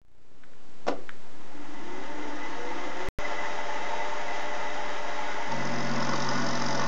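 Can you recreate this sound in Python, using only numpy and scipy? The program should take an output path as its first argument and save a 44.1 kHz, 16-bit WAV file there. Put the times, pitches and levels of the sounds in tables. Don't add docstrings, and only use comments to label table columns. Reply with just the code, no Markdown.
import sys
import numpy as np
from scipy import signal
from scipy.fft import rfft, irfft, next_fast_len
from scipy.io import wavfile
from scipy.ndimage import map_coordinates

SR = 44100
rng = np.random.default_rng(int(sys.argv[2]) if len(sys.argv) > 2 else 0)


def int16_out(signal):
    q = np.round(np.clip(np.atleast_2d(signal).T, -1, 1) * 32767)
    wavfile.write(sys.argv[1], SR, q.astype(np.int16))


N = 302967

# f/Hz, level/dB
AIR_COLOUR = [(24, -20), (40, -18), (108, -7.5), (141, -6), (205, -5.5), (244, -3.5), (371, -5), (822, -11),
              (898, -9.5), (980, -12), (7800, -27), (10100, -71.5), (17200, -120)]
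# f/Hz, t/s
ECHO_DECAY = [(200, 0.54), (700, 0.27), (2000, 0.2), (7000, 0.17)]
# t/s, level/dB
TICKS = [(0.435, -33), (.439, -35), (0.534, -41.5), (1.0916, -23.5)]
# f/Hz, level/dB
TICK_COLOUR = [(300, -28.5), (900, -7), (1300, 5), (1900, 5), (2700, -8), (3500, -6), (4500, -25),
               (7500, -25)]
# t/s, level/dB
STARTER_BLOWS = [(0.868, -6.5), (0.8742, -7.5), (.879, -1), (0.8837, 2.5), (.887, -4.5), (.894, -9.5)]
# f/Hz, level/dB
CLACK_COLOUR = [(100, -28.5), (230, -8.5), (300, -6.5), (520, 0.5), (850, -7.5), (1250, -8.5), (1600, -16),
                (2400, -23), (4000, -25), (6500, -27.5), (7800, -40.5)]
# f/Hz, level/dB, time to fall by 60 dB/s
CABINET_NOTES = [(280, 0, 0.24), (484, 0, 0.14), (652, -16, 0.29), (734, -9, 0.25), (990, -2, .11),
                 (1300, -12, .12)]
# t/s, share of full speed
SPEED = [(.9, .03), (1.3, .21), (1.65, 0.46), (2.0, 0.64), (2.2, 0.71), (2.65, 0.81), (3.09, .912),
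         (3.18, .995), (5.37, 1), (6.87, 0.96)]
# f/Hz, level/dB
HOUSING_COLOUR = [(60, -21), (150, -9.5), (280, 1), (600, -3), (1100, -0.5), (2000, -0.5), (3200, 1),
                  (4300, -10.5), (5800, -4.5), (7000, -8.5), (7800, -35)]
# f/Hz, width/Hz, boost/dB
HOUSING_PEAKS = [(101, 14, 13), (289, 42, 11.5), (382.7, 52, 10), (497.3, 32, 13.5), (573.7, 69, 17),
                 (706.5, 59.4, 16.5), (796, 94, 8), (860, 77.5, 14), (927.6, 53, 11.5), (1055, 116, 11.5),
                 (1238, 113, 10), (1373, 80, 9.5), (1461, 34, 12), (1656, 91, 8.5), (1805, 186, 8.5),
                 (2017, 183, 11), (2360, 19, 5), (2643, 19, 7.5), (3840, 200, 6.5), (4360, 11, 12.5),
                 (4590, 25, 7.5), (4960, 190, 4.5)]
# f/Hz, level/dB
GEAR_COLOUR = [(400, -67.5), (800, -23.0), (2100, -30), (3000, -61)]
# f/Hz, width/Hz, boost/dB
LARGE_GEAR_PEAKS = [(865, 44, 23), (912.3, 33, 24)]
SMALL_GEAR_PEAKS = [(2012, 130, 27.5)]
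# t/s, large gear boost/dB, small gear boost/dB
CHATTER_BURSTS = [(2.425, 16.5, 11.5), (2.486, 11, 6), (2.72, 11, -2), (2.913, 2, 12), (3.257, 3, 14),
                  (3.395, -1, 11), (3.453, 5, 11), (3.698, 14, -16), (3.947, 12.5, -4), (4.017, 9, 6),
                  (4.124, 14, 8), (4.289, 0, 10), (4.853, 17.5, 5), (5.534, 13, 0)]
# f/Hz, level/dB
GROAN_COLOUR = [(100, -38), (240, -15), (330, -1.0), (480, -18), (1000, -51)]
# f/Hz, level/dB, flutter/dB
GEAR_TONES = [(355, -62.5, 0.5), (416.7, -49, 1), (598.7, -43.5, 1.2), (697.4, -52.5, 1), (842, -49.5, 10),
              (908, -53, 7.5), (1386, -60, 0), (1690, -63, -5), (1592, -57.5, 2), (1988, -53, 7.5),
              (2230, -57, 6.5), (3157, -58.5, 6), (3770, -61.5, 4.5), (4400, -75.5, -0.5), (4620, -71.5, 1),
              (5140, -64, -0.5)]
# multiple of the cutter's turning rate, level/dB
DRONE_TONES = [(2, -56.5), (3, -40), (4, -46.5), (5, -43.5), (6, -56), (7, -49), (8, -49), (12, -49),
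               (13, -60.5), (20, -60), (22, -50)]
# f/Hz, level/dB
SHUDDER_NOTES = [(243, -41), (693.9, -54), (1452, -54.5)]
# t/s, boost/dB
SNAGS = [(5.521, 13.5), (5.653, 5), (5.675, 4.5)]
# f/Hz, level/dB
SCRAPE_COLOUR = [(500, -42), (2500, -24.5), (3800, -2.5), (4300, -15.5), (4500, -2), (4700, -3),
                 (5200, 0.5), (5600, -3.5), (6100, -3.5), (6400, -4.5), (6750, -9), (7100, -19.5),
                 (7800, -39.5)]
# f/Hz, width/Hz, boost/dB
CUTTER_PEAKS = [(4490, 70, 5.5), (5130, 130, 3), (5900, 240, 4.5)]
# f/Hz, level/dB
BLOCK_COLOUR = [(60, -20.5), (130, -34), (165, -21), (250, 4.5), (330, -9.5), (600, -17), (1100, 1),
                (2200, -25.5), (3700, -25.5), (4300, -30), (7800, -51)]
# f/Hz, width/Hz, boost/dB
BLOCK_PEAKS = [(196.5, 14, 13), (220, 18, -0.5), (379, 18, 8.5), (546, 190, 9.5), (669, 14, 19),
               (740, 15, -5.5), (810, 15, 1.5), (1073, 24, -1), (1460, 51, 12.5), (1690, 14, -1),
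               (1803, 85, 15), (2000, 310, 4), (2434, 76, 13), (3053, 21, 18.5), (4000, 110, 10),
               (4523, 138, 4)]
# t/s, boost/dB, half length/s
JUDDERS = [(6.14, 6, 0.016), (6.802, 4, 0.028)]

RATTLE_DB, RATTLE_GROWTH_DB = -35.5, 35
SINGS_FROM, SINGS_FULLY = 0.44, 0.6
WHINE_TORQUE_DB, WHINE_CUT_DB = 8, -5.5
CONTACT_S, SEAT_S, WIDEN_S = 5.46, .09, 0.78
SPINDLE_HZ, FIRST_BITE_S = 45.43, 5.52
DRONE_DB, GRIND_DB, SCRAPE_DB = -.3, -35, -44.5
CLOG_TURNS, CLOG_S, CLOG_DB = 3, 6.422, 4.5
DROPOUT_START_S, DROPOUT_END_S = 3.087, 3.187


def amp(db):
    return 10 ** (np.asarray(db) / 20)


def unit(x):
    return x / np.sqrt(np.mean(x ** 2) + 1e-20)


def along(points, hz):
    freqs, values = np.transpose(points)
    return np.interp(np.log(hz + 1), np.log(freqs + 1), values)


def clock():
    return np.arange(N) / SR


def wobble(rate):
    return map_coordinates(rng.standard_normal(N // 40), [clock() * rate + 2], mode="wrap")


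def bump(s, half_s):
    return np.exp(-.5 * ((clock() - s) / half_s) ** 2)


def lift(peaks, hz):
    return sum(db / (1 + (2 * (hz - f) / width) ** 2) for f, width, db in peaks)


def body(x, colour, peaks=()):
    size = 2 * next_fast_len(N // 2 + SR // 4)
    hz = np.fft.rfftfreq(size, 1 / SR)
    db = along(colour, hz) + lift(peaks, hz)
    cepstrum = irfft(np.log(amp(db)), size)
    cepstrum[1:size // 2] *= 2
    cepstrum[size // 2 + 1:] = 0
    return irfft(rfft(x, size) * np.exp(rfft(cepstrum)), size)[:N]


def impacts(rate, scatter_db):
    hit = rng.random(N) < rate / SR
    return unit(hit * rng.choice([-1, 1], N) * amp(scatter_db * rng.standard_normal(N)))


def workshop():
    air = unit(body(rng.standard_normal(N), AIR_COLOUR))
    switched_on = np.interp(clock(), [.9, 1.5], [0, 1])
    hum = np.sin(2 * np.pi * 199.2 * clock() + 0.39 * wobble(6.5)) * switched_on
    return amp(-52) * air + amp(-56.5) * hum


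def ticks():
    out = np.zeros(N)
    for s, db in TICKS:
        contact = np.zeros(N)
        contact[round(s * SR)] = amp(-10.5)
        contact[round((s + .0013) * SR)] = 1
        click = body(contact, TICK_COLOUR, peaks=[(1800, 570, 2)])
        out += amp(db + 1) * click / np.abs(click).max()
    return out + amp(-9) * echo(out)


def echo(x):
    hz, t, spectrum = signal.stft(rng.standard_normal(SR // 2), SR, nperseg=256)
    decay = amp(-60 * t / along(ECHO_DECAY, hz)[:, None])
    tail = signal.istft(spectrum * decay, SR, nperseg=256)[1]
    return signal.fftconvolve(x, tail / np.linalg.norm(tail))[:N]


def starter():
    blows, t = np.zeros(N), np.arange(SR // 2) / SR
    for s, db in STARTER_BLOWS:
        blows[round(s * SR)] = amp(db)
    ring = sum(amp(db - 60 * t / decay_s) * np.sin(2 * np.pi * hz * t + rng.uniform(0, 2 * np.pi))
               for hz, db, decay_s in CABINET_NOTES)
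    jangle = signal.fftconvolve(blows, amp(-60 * t / .012))[:N] * rng.standard_normal(N)
    clack = amp(-50) * unit(body(jangle, CLACK_COLOUR))
    return clack + amp(-3) * echo(clack) + amp(-31.5) * signal.fftconvolve(blows, ring)[:N]


def torque(speed):
    return np.clip(1 - speed, 0, 1) + 0.016


def gearbox(speed):
    level_db = RATTLE_DB + RATTLE_GROWTH_DB * np.log10(speed)
    knocks = impacts(900 * speed, scatter_db=2.5) + amp(6.5) * rng.standard_normal(N)
    rattle = amp(-0.5) * unit(body(knocks, HOUSING_COLOUR, HOUSING_PEAKS))
    return (rattle + chatter(speed)) * amp(level_db + .5 * wobble(22))


def groan(speed):
    ring = unit(body(rng.standard_normal(N), GROAN_COLOUR, peaks=[(290.6, 26, 15)]))
    return amp(-25.5) * torque(speed) * speed ** 2.9 * ring


def chatter(speed):
    burst_db = sum(np.outer([large_db, small_db], bump(s, 0.011))
                   for s, large_db, small_db in CHATTER_BURSTS)
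    gears = []
    for peaks, db in zip([LARGE_GEAR_PEAKS, SMALL_GEAR_PEAKS], burst_db):
        ring = unit(body(rng.standard_normal(N), GEAR_COLOUR, peaks))
        gears.append(ring * amp(db + 3.5 * np.clip(wobble(45), -2, 1.2)))
    large, small = gears
    fast_enough = np.interp(speed, [.3, .58], [0, 1])
    return (amp(-11.5 + 11.5 * torque(speed)) * large + amp(-13) * small) * fast_enough


def whine(speed):
    pull = torque(speed)
    level_db = WHINE_TORQUE_DB * pull + WHINE_CUT_DB * engagement(WIDEN_S)
    grid_hz = np.arange(SR // 4)
    housing_db = lift(HOUSING_PEAKS, grid_hz)
    out = np.zeros(N)
    for hz, db, flutter_db in GEAR_TONES:
        swell_db = np.interp(hz * speed, grid_hz, housing_db) - np.interp(hz, grid_hz, housing_db)
        slow_db = -45 * (1 - speed) * np.abs(np.log2(hz / 520))
        waver = (0.18 * flutter_db + 2.5 * pull) * wobble(16)
        phase = 2 * np.pi * hz * np.cumsum(speed) / SR + waver
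        depth_db = flutter_db + 28 * np.clip(1 - speed, 0, .12)
        flutter = amp(depth_db * np.clip(wobble(14), -2, 1.5))
        out += amp(db + 0.75 * swell_db + slow_db) * unit(flutter * np.sin(phase))
    return amp(level_db) * np.interp(speed, [SINGS_FROM, SINGS_FULLY], [0, 1]) * out


def engagement(rise_s):
    return np.clip((clock() - CONTACT_S) / rise_s, 0, 1)


def frame_drone(turns):
    out = np.zeros(N)
    for multiple, db in DRONE_TONES:
        phase = 2 * np.pi * (multiple * turns + rng.random()) + 0.064 * multiple * wobble(12)
        out += amp(db + 2 * wobble(5.2)) * np.sin(phase)
    for hz, db in SHUDDER_NOTES:
        out += amp(db + 3 * wobble(15)) * np.sin(2 * np.pi * hz * clock() + .5 * wobble(8.9))
    return np.sqrt(2) * out


def leading_bite(turns, width):
    clogged = np.round((clock() - CLOG_S) * SPINDLE_HZ) % CLOG_TURNS == 0
    snag_db = sum(db * bump(s, .5 / SPINDLE_HZ) for s, db in SNAGS) + CLOG_DB * width * clogged
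    thickness = amp(snag_db + 1.5 * np.clip(wobble(SPINDLE_HZ), -2, 2))
    turns_from_bite = (turns + 0.034 * wobble(SPINDLE_HZ) + .5) % 1 - .5
    return thickness * np.exp(-.5 * (turns_from_bite / 0.11) ** 2)


def cutter():
    width = engagement(WIDEN_S)
    turns = (clock() - FIRST_BITE_S) * SPINDLE_HZ
    drone = frame_drone(turns)
    bite = leading_bite(turns, width)
    other_edges = np.interp(width, [0, 1], [.15, .42])
    force = (bite + other_edges) * amp(wobble(300))
    scrape = unit(body(force * impacts(6000, scatter_db=2), SCRAPE_COLOUR, CUTTER_PEAKS))
    pressure = (1 + 0.47 * bite) * amp(1.1 * wobble(25))
    grind = unit(body(pressure * impacts(2500, scatter_db=3.5), BLOCK_COLOUR, BLOCK_PEAKS))
    judder_db = sum(db * bump(s, half_s) for s, db, half_s in JUDDERS)
    return (amp(DRONE_DB) * engagement(SEAT_S) * drone
            + amp(GRIND_DB + judder_db) * width ** 0.76 * grind
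            + amp(SCRAPE_DB) * width ** 0.57 * (scrape + amp(-5.5) * echo(scrape)))


def scene():
    speed = np.interp(clock(), *np.transpose(SPEED))
    machine = starter() + ticks() + gearbox(speed) + groan(speed) + whine(speed) + cutter()
    return (machine + workshop())[None]


def low_pass(x, hz):
    return signal.sosfilt(signal.ellip(10, .1, 80, hz, fs=SR, output="sos"), x)


def record(dry):
    t = clock()
    offset = -.069
    fade = np.minimum(np.round(t * 30) / 30, 1)
    sound_on = (t < DROPOUT_START_S) | (t >= DROPOUT_END_S)
    click = amp(-34) * (np.arange(N) == round(4.4225 * SR))
    dulled = low_pass(dry, hz=7900)
    return low_pass((dulled + offset + click) * fade * sound_on, hz=15700)


dry = scene()
out = record(dry)
int16_out(out)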